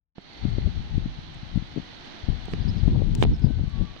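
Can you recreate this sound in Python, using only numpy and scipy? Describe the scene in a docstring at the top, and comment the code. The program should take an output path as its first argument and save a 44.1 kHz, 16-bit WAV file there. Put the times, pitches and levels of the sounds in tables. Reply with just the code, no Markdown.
"""Light rain on a garden and a paved path: far drops merge into a hiss, a few tick close by.
Gusts buffet the two ports of the hand-held microphone, mostly the left, in rumbles and low thuds.
Right at the microphone, a finger taps and brushes the case a few times.
Far off, a small bird chirps and two thin tones sound."""
import sys
import numpy as np
from scipy import signal
from scipy.fft import rfft, irfft, next_fast_len
from scipy.io import wavfile
from scipy.ndimage import map_coordinates

SR = 44100
rng = np.random.default_rng(int(sys.argv[2]) if len(sys.argv) > 2 else 0)


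def generate_wav(signal):
    """Clip the signal to [-1, 1] and save it as 16-bit WAV at the path in sys.argv[1]."""
    frames = np.transpose(np.atleast_2d(signal))
    scaled = np.clip(frames, -1, 1) * 32767
    pcm = np.round(scaled).astype(np.int16)
    wavfile.write(sys.argv[1], SR, pcm)


N = 176400

# spectrum of big slow eddies, also of the input's noise floor (frequency [Hz], level [dB])
RUMBLE_SPECTRUM = [(8, -27.5), (22, -7), (36, 1.5), (70, -2), (150, -7), (240, -17), (350, -30), (520, -42),
                   (1000, -96.5)]
# spectrum of a knock on the microphone case (frequency [Hz], level [dB])
CASE_SPECTRUM = [(40, -2.5), (200, 16), (450, 6.5), (800, -2.5), (1500, -2.5), (3200, 0.5), (5000, -11.5),
                 (8000, -44), (11000, -22.5), (13000, -37.5), (16000, -32)]


def amp(db):
    """Decibels to gain."""
    return 10 ** (np.asarray(db) / 20)


def unit(x):
    """Scale to rms 1."""
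    return x / np.sqrt(np.mean(x ** 2) + 1e-20)


def clock():
    """Time of each sample in seconds."""
    return np.arange(N) / SR


def curve(rows):
    """(time [s], value) points joined by lines."""
    return np.interp(clock(), *np.transpose(rows))


def wobble(rate):
    """A smooth random curve, rate knots a second."""
    return map_coordinates(rng.standard_normal(N // 8), [np.arange(N) * rate / SR + 2], mode="wrap")


def filtered(x, response):
    """x through a filter whose gain is a function of frequency."""
    size = next_fast_len(N + SR // 2)
    return irfft(rfft(x, size) * response(np.fft.rfftfreq(size, 1 / SR)), size)[..., :N]


def coloured(x, points):
    """x shaped by (frequency [Hz], level [dB]) points, at rms 1."""
    f, db = np.transpose(points)
    return unit(filtered(x, lambda hz: amp(np.interp(np.log(hz + 1), np.log(f + 1), db))))


def noise(points):
    """Coloured noise of rms 1."""
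    return coloured(rng.standard_normal(N), points)


def strike(start, t60, attack=0.00027):
    """A quick attack and an exponential decay."""
    t = np.maximum(clock() - start, 0)
    return (1 - np.exp(-t / attack)) * amp(-60 * t / t60)


def arch(start, length):
    """A rounded swell and fall."""
    return np.sqrt(np.abs(np.sin(np.pi * np.clip((clock() - start) / length, 0, 1))))


def rain(patter_per_s=1500, patter_db=-7.5, spread_db=2.5):
    """Countless drops across the garden merge into a hiss; nearer ones patter on top."""
    # rain spectrum at the microphone (frequency [Hz], left level [dB], right level [dB])
    spectrum = [(60,2.5,3.5), (200,5,5), (311,6,4.5), (443,-9.5,-2), (553,-6,-4), (760,1,0),
                (1140,-12.5,-5), (1420,-5.5,-5), (2050,-5.5,-4), (2700,-7.5,-8), (2977,-9,-1.5),
                (4270,-16.5,-1), (4920,-25,-12), (6130,-31,-14.5), (7000,-35.5,-31), (8000,-32,-42.5),
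                (9300,-46,-52.5), (11100,-61,-37), (12800,-64,-54), (15500,-51.5,-57.5)]
    # strength of the rain (time [s], level [dB])
    strength = [(.2, -45.5), (.45, -43.5), (1.0, -44.5), (1.7, -44), (2.1, -41.5), (2.4, -42.5),
                (2.75, -42.5), (3.0, -45.5), (3.5, -47.5), (4.0, -45)]
    # balance of the rain (left gain [dB], right gain [dB])
    balance = [-3.5, -0.5]
    ports = []
    for port, port_db in enumerate(balance):
        sizes = amp(spread_db * np.minimum(rng.exponential(size=N), 4)) * rng.standard_normal(N)
        patter = unit(sizes * (rng.random(N) < patter_per_s / SR))
        drops = rng.standard_normal(N) + amp(patter_db) * patter
        gain = amp(curve(strength) + port_db + 0.31 * wobble(9.3))
        ports.append(gain * coloured(drops, np.array(spectrum)[:, [0, port + 1]]))
    return np.array(ports)


def hiss_bands():
    """Early on, the hiss rings a little in two narrow bands, mostly on the right."""
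    # ringing bands of the hiss (centre [Hz], width [Hz], level [dB])
    bands = [(2085, 95, -58.5), (4340, 260, -55)]
    ringing = np.zeros((2, N))
    for hz, width_hz, db in bands:
        band = filtered(rng.standard_normal((2, N)), lambda f: np.exp(-((f - hz) / width_hz) ** 2))
        ringing += amp(db) * unit(band)
    return ringing * arch(start=0.091, length=0.65) * amp([[-6], [2]])


def close_drops(drops_per_s=20, spread_db=3, t60=0.014):
    """Drops tick on leaves and paving near the microphone, each at its own place left to right."""
    # splash spectrum (frequency [Hz], left level [dB], right level [dB])
    spectrum = [(800, -21.5, -25), (2470, 7, 6.5), (4500, -2.5, 10), (6300, -3, -3.5), (8100, -1.5, -15.5),
                (9500, -12.5, -25), (11000, -27, -6), (12200, -29, -25), (15500, -19, -25.5)]
    chance = rng.random(N)
    sizes = amp(spread_db * np.clip(rng.standard_normal(N), -2, 2))
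    hits = sizes * (chance < drops_per_s / SR)
    splashes = signal.lfilter([1], [1, -amp(-60 / (t60 * SR))], hits) * rng.standard_normal(N)
    pan = np.arccos(np.tanh(wobble(20))) / 2
    ports = [coloured(splashes * share, np.array(spectrum)[:, [0, port + 1]])
             for port, share in enumerate([np.cos(pan), np.sin(pan)])]
    return amp(-76) * np.array(ports)


def wind(reference_db=-12, flutter_growth=1.29):
    """Turbulence on each port: flutter grows faster than rumble, so harder gusts are brighter."""
    # wind pressure on the left port (time [s], level [dB])
    left_pressure = [(.33,-72), (.42,-32.5), (.46,-23), (.6,-23.5), (.68,-21.5), (.71,-31), (.78,-24),
                     (.83,-32), (.92,-30), (.97,-21.5), (1.1,-36), (1.2,-38.5), (1.5,-42.5), (1.56,-18.5),
                     (1.66,-45.5), (1.78,-38), (1.85,-44.5), (2.21,-68), (2.27,-35), (2.3,-19),
                     (2.38,-31.5), (2.49,-33), (2.56,-21.5), (2.69,-17), (2.74,-30), (2.78,-15.5),
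                     (2.815,-30), (2.86,-17), (2.99,-13), (3.06,-18), (3.32,-20), (3.36,-33), (3.42,-23),
                     (3.45,-13), (3.55,-25), (3.61,-18.5), (3.71,-33), (3.81,-18), (3.89,-31), (3.96,-50.5)]
    # wind pressure on the right port (time [s], level [dB])
    right_pressure = [(.3,-75), (.48,-31), (.56,-36), (.9,-39.5), (1.05,-30.5), (1.14,-42), (1.6,-50),
                      (2.38,-61), (2.54,-30), (2.62,-43), (2.72,-28), (2.82,-48), (2.93,-17), (3.03,-37.5),
                      (3.1,-27), (3.33,-18), (3.38,-36), (3.52,-37.5), (3.59,-28), (3.76,-51), (4.0,-56)]
    # balance of the wind (left gain [dB], right gain [dB])
    balance = [0, 0.5]
    # spectrum of small quick eddies (frequency [Hz], level [dB])
    flutter_spectrum = [(60, -29), (170, 1.5), (280, -6), (420, -12.5), (650, -26.5), (1000, -27),
                        (2000, -89.5)]
    ports = []
    for pressure, port_db in zip([left_pressure, right_pressure], balance):
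        gust_db = curve(pressure) + port_db
        flutter_db = reference_db - 15 + flutter_growth * (gust_db - reference_db)
        rumble = unit(amp(2 * wobble(35)) * noise(RUMBLE_SPECTRUM))
        flutter = unit(amp(3 * wobble(60)) * noise(flutter_spectrum))
        ports.append(amp(gust_db) * rumble + amp(flutter_db) * flutter)
    return np.array(ports)


def buffets(puff_half_width_s=0.0039):
    """Single eddies hit the left port: a push of pressure between two shallow dips, and a rough puff."""
    # eddy strikes (time [s], peak level [dB], centre [Hz], puff level [dB])
    eddies = [(.454,-7.5,170,-30.5), (0.485,-14.5,130,-49.5), (.585,-14,210,-30), (.662,-7,69,-45),
              (.674,-10.5,143,-31.5), (0.981,-9.5,165,-43), (1.061,-14.5,170,-38), (1.19,-22.5,118,-55),
              (1.434,-24,127,-54.5), (1.561,-8.5,141,-40.5), (1.577,-8.5,158,-37), (1.625,-20.5,139,-48.5),
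              (1.764,-16,218,-37), (1.777,-14,228,-34.5), (1.784,-16,180,-40), (1.8,-21,170,-47),
              (2.242,-21.5,68,-52.5), (2.288,-10,161,-33), (2.304,-13.5,122,-43), (2.835,-7,89.5,-41),
              (2.88,-5,180,-24.5), (2.961,-5.5,110,-26), (3.02,-13.5,310,-24.5), (3.186,-13.5,159,-39.5),
              (3.445,-4,139,-29), (3.508,-15.5,210,-30.5), (3.593,-14,140,-36), (3.64,-14,140,-40),
              (3.68,-16.5,113,-47.5), (3.813,-16.5,201,-31.5)]
    # spectrum of the puff inside an eddy (frequency [Hz], level [dB])
    puff_spectrum = [(150, -15.5), (300, 9.5), (450, 2), (700, -4), (1000, -21.5), (2200, -31), (4000, -61)]
    pushes, puffs = np.zeros((2, N))
    for peak_s, db, hz, puff_db in eddies:
        t = clock() - peak_s
        phase_squared = np.minimum((np.pi * hz * t) ** 2, 50)
        pushes += amp(db) * (1 - 2 * phase_squared) * np.exp(-phase_squared)
        puffs += amp(puff_db) / (1 + (t / puff_half_width_s) ** 2)
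    return (pushes + puffs * noise(puff_spectrum)) * amp([[0], [-28]])


def case_taps():
    """Dead knocks on the microphone: a crack, duller for soft contacts, and a low thump of the case."""
    # taps (time [s], left level [dB], right level [dB], t60 [s], dull above [Hz], thump level [dB])
    knocks = [(.182, -30, -24, 0.023, 1490, -23), (2.483, -54, -44, 0.022, 2500, -27.5),
              (2.536, -57, -32, .008, 900, -25), (2.5354, -38, -12, .008, 2640, -21),
              (3.2256, -36, -3, 0.01, 2600, -22.5), (3.238, -12, -34.5, 0.012, 7000, -48),
              (3.2505, -27, -16, 0.0093, 1600, -18), (3.963, -41, -31.5, 0.025, 2500, -46)]
    # modes of the case (frequency [Hz], level [dB], t60 [s])
    modes = [(197.7, 0.5, 0.043), (308, -1, 0.029), (397, -2.5, 0.037), (670, -3.5, 0.025)]
    # balance of the thump (left gain [dB], right gain [dB])
    thump_balance = [-15, -0.5]
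    out = np.zeros((2, N))
    crack = np.array([noise(CASE_SPECTRUM), noise(CASE_SPECTRUM)])
    for start, left_db, right_db, t60, dull_hz, thump_db in knocks:
        dulled = unit(filtered(crack, lambda hz: 1 / np.sqrt(1 + (hz / dull_hz) ** 2)))
        thump = sum(amp(db) * strike(start, ring_s) * np.sin(2 * np.pi * hz * (clock() - start))
                    for hz, db, ring_s in modes)
        out += amp([[left_db], [right_db]]) * strike(start, t60) * dulled
        out += amp(thump_db) * np.outer(amp(thump_balance), thump)
    return out


def handling(scuff_s=3.236, scuff_half_width_s=0.0016):
    """A finger ticks and brushes on the case beside the left port; the last brush catches in a scuff."""
    # sharp ticks (time [s], level [dB])
    ticks = [(2.455, -41), (3.1506, -26), (3.502, -55.5)]
    # swelling brushes (start [s], length [s], end level [dB], swell [dB])
    brushes = [(2.476, 0.062, -56.5, 12.5), (3.164, .073, -37, 31)]
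    # spectrum of finger friction (frequency [Hz], level [dB])
    friction_spectrum = [(300, -22.5), (1500, -1), (4000, -3.5), (6000, -3.5), (8200, -3.5), (9600, -15.5),
                         (11000, -26.5), (13500, -36), (15300, -13), (16500, -12.5)]
    t = clock()
    force = sum(amp(db) * strike(start, t60=0.012) for start, db in ticks)
    for start, length, end_db, swell_db in brushes:
        progress = (t - start) / length
        touching = (progress > 0) & (progress < 1)
        force += touching * amp(end_db + swell_db * (np.clip(progress, 0, 1) - 1))
    scuff = amp(-22.5) * np.exp(-((t - scuff_s) / scuff_half_width_s) ** 2) * noise(CASE_SPECTRUM)
    return (force * noise(friction_spectrum) + scuff) * amp([[0], [-18]])


def far_bird(blur_hz=380):
    """A small bird far to the right: raspy sliding chirps, noise-blurred as by echoes between walls."""
    # chirps (start [s], length [s], start pitch [Hz], end pitch [Hz], level [dB])
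    chirps = [(2.607, .035, 4850, 4580, -55), (2.676, 0.033, 5000, 5200, -48),
              (2.768, .04, 5070, 4710, -54.5), (3.329, 0.039, 5320, 5150, -57),
              (3.412, 0.063, 5130, 4640, -57)]
    out, t = np.zeros(N), clock()
    rasp = unit(filtered(rng.standard_normal((2, N)), lambda hz: 1 / (1 + (hz / blur_hz) ** 4)))
    for start, length, start_hz, end_hz, db in chirps:
        pitch = np.interp(t, [start, start + length], [start_hz, end_hz])
        phase = 2 * np.pi * np.cumsum(pitch) / SR
        out += amp(db) * arch(start, length) * (rasp[0] * np.sin(phase) + rasp[1] * np.cos(phase))
    return out * amp([[-9], [2]])


def far_tones(glide_s=0.04, waver_hz=22):
    """Two thin tones in the distance; each slides up and holds, wavering."""
    # tones (start [s], length [s], start pitch [Hz], held pitch [Hz], level [dB])
    tones = [(3.242, 0.47, 1510, 1521, -61), (3.63, .45, 1040, 1154, -57)]
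    out, t = np.zeros(N), clock()
    for start, length, start_hz, held_hz, db in tones:
        glide = (start_hz - held_hz) * np.exp(-np.maximum(t - start, 0) / glide_s)
        pitch = held_hz + glide + waver_hz * wobble(60)
        envelope = amp(db + 2 * wobble(30.34)) * arch(start, length)
        out += envelope * np.sin(2 * np.pi * np.cumsum(pitch) / SR)
    return out * amp([[-1], [1]])


def scene():
    """Rain in the garden, wind and touch on the microphone, a bird and tones in the distance."""
    rainfall = rain() + hiss_bands() + close_drops()
    on_microphone = wind() + buffets() + case_taps() + handling()
    return rainfall + on_microphone + far_bird() + far_tones()


def record(dry, open_s=0.15, fade_s=0.2, top_hz=15900):
    """The microphone input opens after a moment and fades in, band-limited, over a faint low floor."""
    gain = np.interp(clock(), [open_s, open_s + 0.0097, open_s + fade_s], [0, 0.31, 1])
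    floor = amp(-89) * noise(RUMBLE_SPECTRUM) * amp([[3], [-9]])
    return filtered(dry * gain + floor, lambda hz: hz < top_hz)


dry = scene()
out = record(dry)
generate_wav(out)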